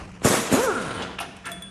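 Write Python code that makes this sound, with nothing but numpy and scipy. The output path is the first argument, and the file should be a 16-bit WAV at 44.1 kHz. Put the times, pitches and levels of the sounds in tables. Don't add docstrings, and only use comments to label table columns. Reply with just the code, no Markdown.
import sys
import numpy as np
from scipy import signal
from scipy.fft import rfft, irfft
from scipy.io import wavfile
from scipy.ndimage import uniform_filter1d

SR = 44100
rng = np.random.default_rng(int(sys.argv[2]) if len(sys.argv) > 2 else 0)


def generate_wav(signal):
    frames = np.transpose(np.atleast_2d(signal))
    scaled = np.clip(frames, -1, 1) * 32767
    pcm = np.round(scaled).astype(np.int16)
    wavfile.write(sys.argv[1], SR, pcm)


N = 74970


def amp(db):
    return 10 ** (np.asarray(db) / 20)


def evened(x):
    return x / np.sqrt(np.mean(x ** 2) + 1e-20)


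def read(points, hz):
    f, value = np.transpose(points)
    return np.interp(np.log(hz + 1), np.log(f + 1), value)


def along(rows, column):
    rows = np.array(rows)
    return np.interp(np.arange(N) / SR, rows[:, 0], rows[:, column])


def during(rows):
    t = np.arange(N) / SR
    return np.clip(np.minimum(t - rows[0][0], rows[-1][0] - t) / 0.0075, 0, 1)


def add(mix, s, sound):
    part = mix[round(s * SR):][:len(sound)]
    part += sound[:len(part)]


def resonate(x, hz, width):
    r = np.exp(-np.pi * width / SR)
    return 2 * signal.lfilter([1 - r], [1, -r * np.exp(2j * np.pi * hz / SR)], x).real


def noise(spectrum, patchy_db, flicker_db):
    frames = N // 128 + 5
    real, imaginary, patches = rng.standard_normal((frames, 257, 3)).T
    patches = uniform_filter1d(patches, size=6, axis=0)
    patches = evened(uniform_filter1d(patches, size=10, axis=1))
    flicker = rng.standard_normal(frames)
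    z = (real + 1j * imaginary) * amp(patchy_db * patches + flicker_db * flicker)
    x = signal.istft(z, nperseg=512, noverlap=384)[1][:N]
    colour = amp(read(spectrum, np.fft.rfftfreq(N, 1 / SR)))
    return evened(irfft(rfft(x) * colour, N))


# time in seconds, hiss level in dB, low roar level in dB.
AIR_RUSH = [(.205, -73, -51), (.24, -36, -36.5), (.251, -21.5, -32), (.3, -23.5, -30), (.378, -26, -25),
            (.41, -32, -33.5), (.505, -40, -30.5), (.53, -24, -26), (.58, -32.5, -27.5),
            (.65, -30.5, -39.5), (.68, -41.5, -37), (.9, -48, -35), (1.02, -51, -33), (1.16, -67, -46)]
# pitch in Hz, relative strength per Hz in dB.
HISS_COLOUR = [(880, -3.5), (1500, -3), (1970, -7), (4320, -13), (6780, -7), (10300, -11), (11900, -11.5),
               (12700, -21), (13000, -54)]
# pitch in Hz, relative strength per Hz in dB.
ROAR_COLOUR = [(24, -37), (40, -7), (163, -4), (240, 4), (314, -0.5), (519, 1.5), (605, -5), (667, -2),
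               (4000, -14), (5200, -23.5)]


def air():
    hiss = noise([(300, -45)] + HISS_COLOUR, patchy_db=2.5, flicker_db=1.0)
    hiss = amp(along(AIR_RUSH, column=1)) * hiss
    roar = noise(ROAR_COLOUR + [(8000, -61)], patchy_db=1.5, flicker_db=3.0)
    roar = amp(along(AIR_RUSH, column=2)) * roar
    return during(AIR_RUSH) * (hiss + roar)


# start in seconds, level in dB before the shared lift, time scale in ms.
AIR_POPS = [(.2195, -26, 2.2), (.2485, -10, 2.8), (.2515, -10, 7), (.2573, -6, 2), (.262, -13, 1.8),
            (.268, -12, 2.6), (.2728, -9, 2.2), (.2765, -14, 2.2), (.28, -14, 1.6), (.302, -16, 5),
            (.3095, -13, 1.8), (.3135, -17, 3.5), (.3175, -14, 1.8), (.325, -14, 1.8), (.3417, -8, 2),
            (.348, -15, 1.8), (.3775, -16, 2), (.5165, -20, 3), (.5257, -11, 2.6), (.529, -13, 5),
            (.537, -11, 2.4), (.5395, -15, 4), (.5415, -11, 2.2), (.545, -11, 2), (.5525, -14, 1.8)]
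POP_LIFT_DB = 1.5


def pops():
    out = np.zeros(N)
    for s, db, ms in AIR_POPS:
        u = np.arange(0, 2.5, 1000 / (SR * ms))
        swing = np.sin(2 * np.pi * u ** .75)
        shape = swing * np.tanh(u / .08) * np.exp(-u ** 2)
        add(out, s, amp(db + POP_LIFT_DB) * shape)
    return out


# time in seconds, vane rate in Hz, exhaust ring level in dB, tone level in dB.
FREE_SPIN = [(.53, 189.8, -50, -29), (.55, 263.3, -37, -27), (.57, 345, -32, -25), (.598, 453.6, -44, -20),
             (.62, 499, -39, -26.5), (.642, 538.6, -69, -22.5), (.656, 522.9, -33, -25),
             (.686, 436, -32.5, -22.5), (.712, 369.4, -29, -27.5), (.74, 306.1, -42.5, -37),
             (.77, 253.3, -30, -36.5), (.8, 209.7, -37, -36), (.86, 158.6, -41.5, -36),
             (.905, 129.1, -33.5, -46), (.96, 102.9, -40, -41), (1.07, 64.3, -32.5, -45)]
OVERTONE_LEVELS = [0, -9, -13]
# pitch in Hz, width setting in Hz (doubled in each of two passes),
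# relative level in dB.
EXHAUST_MODES = [(237, 85, -7), (654, 33, 11), (1146, 210, -1.5), (1384, 80, 16), (1630, 60, 5)]
# time in seconds, level in dB.
VANE_TICKS = [(.72, -60), (.76, -52), (.9, -49), (.985, -43.5), (1.01, -84)]
VANE_JITTER, VANE_UNEVEN_DB = .011, 1.0
TICK_HZ, TICK_WIDTH_HZ, TICK_UNEVEN_DB = 9200, 800, 4.0


def motor():
    wobble = evened(uniform_filter1d(rng.standard_normal(N), size=150))
    rate = along(FREE_SPIN, column=1) * (1 + VANE_JITTER * wobble)
    cycles = np.cumsum(rate) / SR
    at = np.flatnonzero(np.diff(np.floor(cycles)))
    chance = rng.standard_normal((N, 2))[:len(at)]
    puffs, ticks = np.zeros((2, N))
    puffs[at] = amp(VANE_UNEVEN_DB * chance[:, 0])
    ticks[at] = amp(TICK_UNEVEN_DB * chance[:, 1])

    tones, whine = np.zeros((2, N))
    for k, db in enumerate(OVERTONE_LEVELS):
        level = amp(along(FREE_SPIN, column=3) + db) * np.sqrt(2)
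        tones += level * np.cos(2 * np.pi * (k + 1) * cycles)
    for k, (hz, width, db) in enumerate(EXHAUST_MODES):
        ring = resonate(resonate(puffs, hz, 2 * width), hz, 2 * width)
        whine += (-1) ** k * amp(db) * ring
    whine = amp(along(FREE_SPIN, column=2)) * evened(whine)
    tick = resonate(resonate(ticks, TICK_HZ, TICK_WIDTH_HZ), TICK_HZ, TICK_WIDTH_HZ)
    tick = amp(along(VANE_TICKS, column=1)) * evened(tick)
    return during(FREE_SPIN) * (tones + whine + tick)


# start in seconds, level in dB, centre pitch in Hz,
# spread in octaves, rise time in ms, time to fade by 60 dB in seconds.
STEEL_KNOCKS = [(.814, -36.5, 6100, 0.82, 2, 0.091), (0.958, -42, 3050, 0.06, 3, 0.6),
                (1.020, -30.5, 3070, 0.77, 1.7, 0.12), (1.185, -26, 2750, 0.2, 2.5, 0.086),
                (1.187, -20, 1300, 1.2, 2.5, 0.025), (1.2, -32.5, 10100, 0.24, 0.52, 0.11),
                (1.203, -38.5, 5300, 0.29, 1.2, 0.21), (1.202, -26.5, 860, 0.53, 3, 0.16),
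                (1.203, -33.5, 2990, 0.36, 2.2, 0.18), (1.226, -32.5, 1360, 0.45, 1.1, 0.11),
                (1.2, -38, 280, 0.65, 8, 0.7), (1.446, -42, 3380, 0.097, 9, 0.22),
                (1.365, -41.5, 7000, 1.2, 1.9, 0.046), (1.437, -36, 1450, .45, 18, 0.27),
                (1.453, -35, 4100, 1.33, 3.9, 0.14), (1.46, -26.5, 1600, 0.55, 8, 0.18),
                (1.467, -26.5, 9000, 0.042, 6.4, 0.037), (1.482, -34, 680, 0.066, 6, 0.28),
                (1.45, -41, 310, 0.55, 13, 0.7)]
STEEL_MODES = [686, 790, 950, 1362, 1620, 1770, 2180, 2600, 2810, 3030, 3420]
RING_SHARE = .45
SKIRT_DB = -34


def knocks():
    out, t = np.zeros(N), np.arange(8192) / SR
    f = np.fft.rfftfreq(8192, 1 / SR) + 1
    modes = np.array(STEEL_MODES)[:, None]
    for s, db, hz, octaves, rise_ms, t60 in STEEL_KNOCKS:
        colour = np.exp(-.5 * (np.log2(f / hz) / octaves) ** 2)
        colour = colour + amp(SKIRT_DB) * f / (f + 600)
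        rattle = evened(irfft(rfft(rng.standard_normal(len(t))) * colour))
        near = np.exp(-.5 * (np.log2(modes / hz) / octaves) ** 2)
        start_phase = rng.random(modes.shape)
        ring = (near * np.sin(2 * np.pi * (modes * t + start_phase))).sum(0)
        ring = ring * np.sqrt(2 / max((near ** 2).sum(), 1))
        contact = np.sqrt(1 - RING_SHARE) * rattle + np.sqrt(RING_SHARE) * ring
        rise = np.minimum(t * 1000 / rise_ms, 1)
        add(out, s, amp(db - 60 * t / t60) * rise * contact)
    return out


# start in seconds, level in dB, then upper mode and click in dB against it.
SOCKET_CLINKS = [(1.5165, -32.5, -8, 2.5), (1.6215, -33, -10.5, -4)]
# pitch in Hz, time to fade by 60 dB in seconds.
SOCKET_MODES = [(3424, .24), (8904, .3), (8960, .15)]


def clinks():
    out, t = np.zeros(N), np.arange(12000) / SR
    for s, db, upper_db, click_db in SOCKET_CLINKS:
        low, high, twin = (amp(-60 * t / t60) * np.sin(2 * np.pi * hz * t) for hz, t60 in SOCKET_MODES)
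        click = amp(click_db - 60 * t / 0.031) * np.diff(rng.standard_normal(len(t) + 1))
        ring = low + amp(upper_db) * (high + 0.16 * twin)
        rise = np.minimum(t / 0.0015, 1)
        add(out, s, amp(db) * (rise * ring + click))
    return out


# pitch in Hz, time to fade by 60 dB in seconds.
HALL_FADE = [(100, 0.24), (500, 0.97), (2000, 0.95), (6000, 1), (12000, 0.33)]


def hall(x):
    taps = np.zeros(SR)
    at = np.arange(300, SR - 20, 20)
    taps[at + rng.integers(0, 20, len(at))] = rng.choice([-1., 1.], len(at))
    hz, t, z = signal.stft(taps, SR, nperseg=256)
    fade = amp(-60 * t / read(HALL_FADE, hz)[:, None])
    tail = signal.istft(z * fade, SR, nperseg=256)[1]
    return signal.fftconvolve(x, tail / np.linalg.norm(tail))[:N]


# pitch in Hz, relative strength per Hz in dB.
ROOM_COLOUR = [(15, -78), (25, 0.5), (187, -9.5), (237, -15), (333, -17), (1780, -24), (2800, -26.5),
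               (3600, -37.5), (6200, -36.5), (12000, -48.5), (13000, -49)]
# time in seconds, dB above the room level.
ROOM_FADING = [(0, 17.5), (.07, 10), (.12, 7.5), (1.7, 3)]
ROOM_DB, HUM_DB = -50, -48
HUM_HZ, HUM_WIDTH_HZ = 185, 25


def workshop():
    hum = rng.standard_normal(N)
    hum = resonate(resonate(hum, HUM_HZ, HUM_WIDTH_HZ), HUM_HZ, HUM_WIDTH_HZ)
    level = amp(ROOM_DB + along(ROOM_FADING, column=1))
    room = level * noise(ROOM_COLOUR, patchy_db=-2.0, flicker_db=2.0)
    return room + amp(HUM_DB) * evened(hum)


# pitch in Hz, gain in dB from the middle to the side signal.
SIDE_BLUR = [(200, -45), (4000, -29)]
HALL_DB = -9.5


def scene():
    tool = air() + pops() + motor() + knocks() + clinks()
    mid = tool + amp(HALL_DB) * hall(tool) + workshop()
    hz, _, z = signal.stft(mid, SR, nperseg=512)
    scramble = np.exp(2j * np.pi * rng.random(z.shape))
    z = z * amp(read(SIDE_BLUR, hz))[:, None] * scramble
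    side = signal.istft(z, SR, nperseg=512)[1][:N]
    return np.array([mid + side, mid - side])


TOP_HZ, TOP_DB = 11060, -12
LOW_CUT_HZ, EDGE_HZ = 58.4, 13000


def record(dry):
    treble_filter = signal.firwin(127, TOP_HZ, pass_zero=False, fs=SR)
    top = signal.oaconvolve(dry, treble_filter[None], "same")
    power = abs(uniform_filter1d((top ** 2).mean(0), size=600))
    level_db = 10 * np.log10(power + 1e-12)
    dullness = np.clip((-46 - level_db) / 12, 0, 1)
    top_dulled = dry - top * (1 - amp(TOP_DB * dullness))
    bass_cut = signal.butter(2, LOW_CUT_HZ, "high", fs=SR)
    without_bass = signal.lfilter(*bass_cut, top_dulled)
    band_limit = signal.firwin(511, EDGE_HZ, window=("kaiser", 9), fs=SR)
    return signal.oaconvolve(without_bass, band_limit[None], "same")


dry = scene()
out = record(dry)
generate_wav(out)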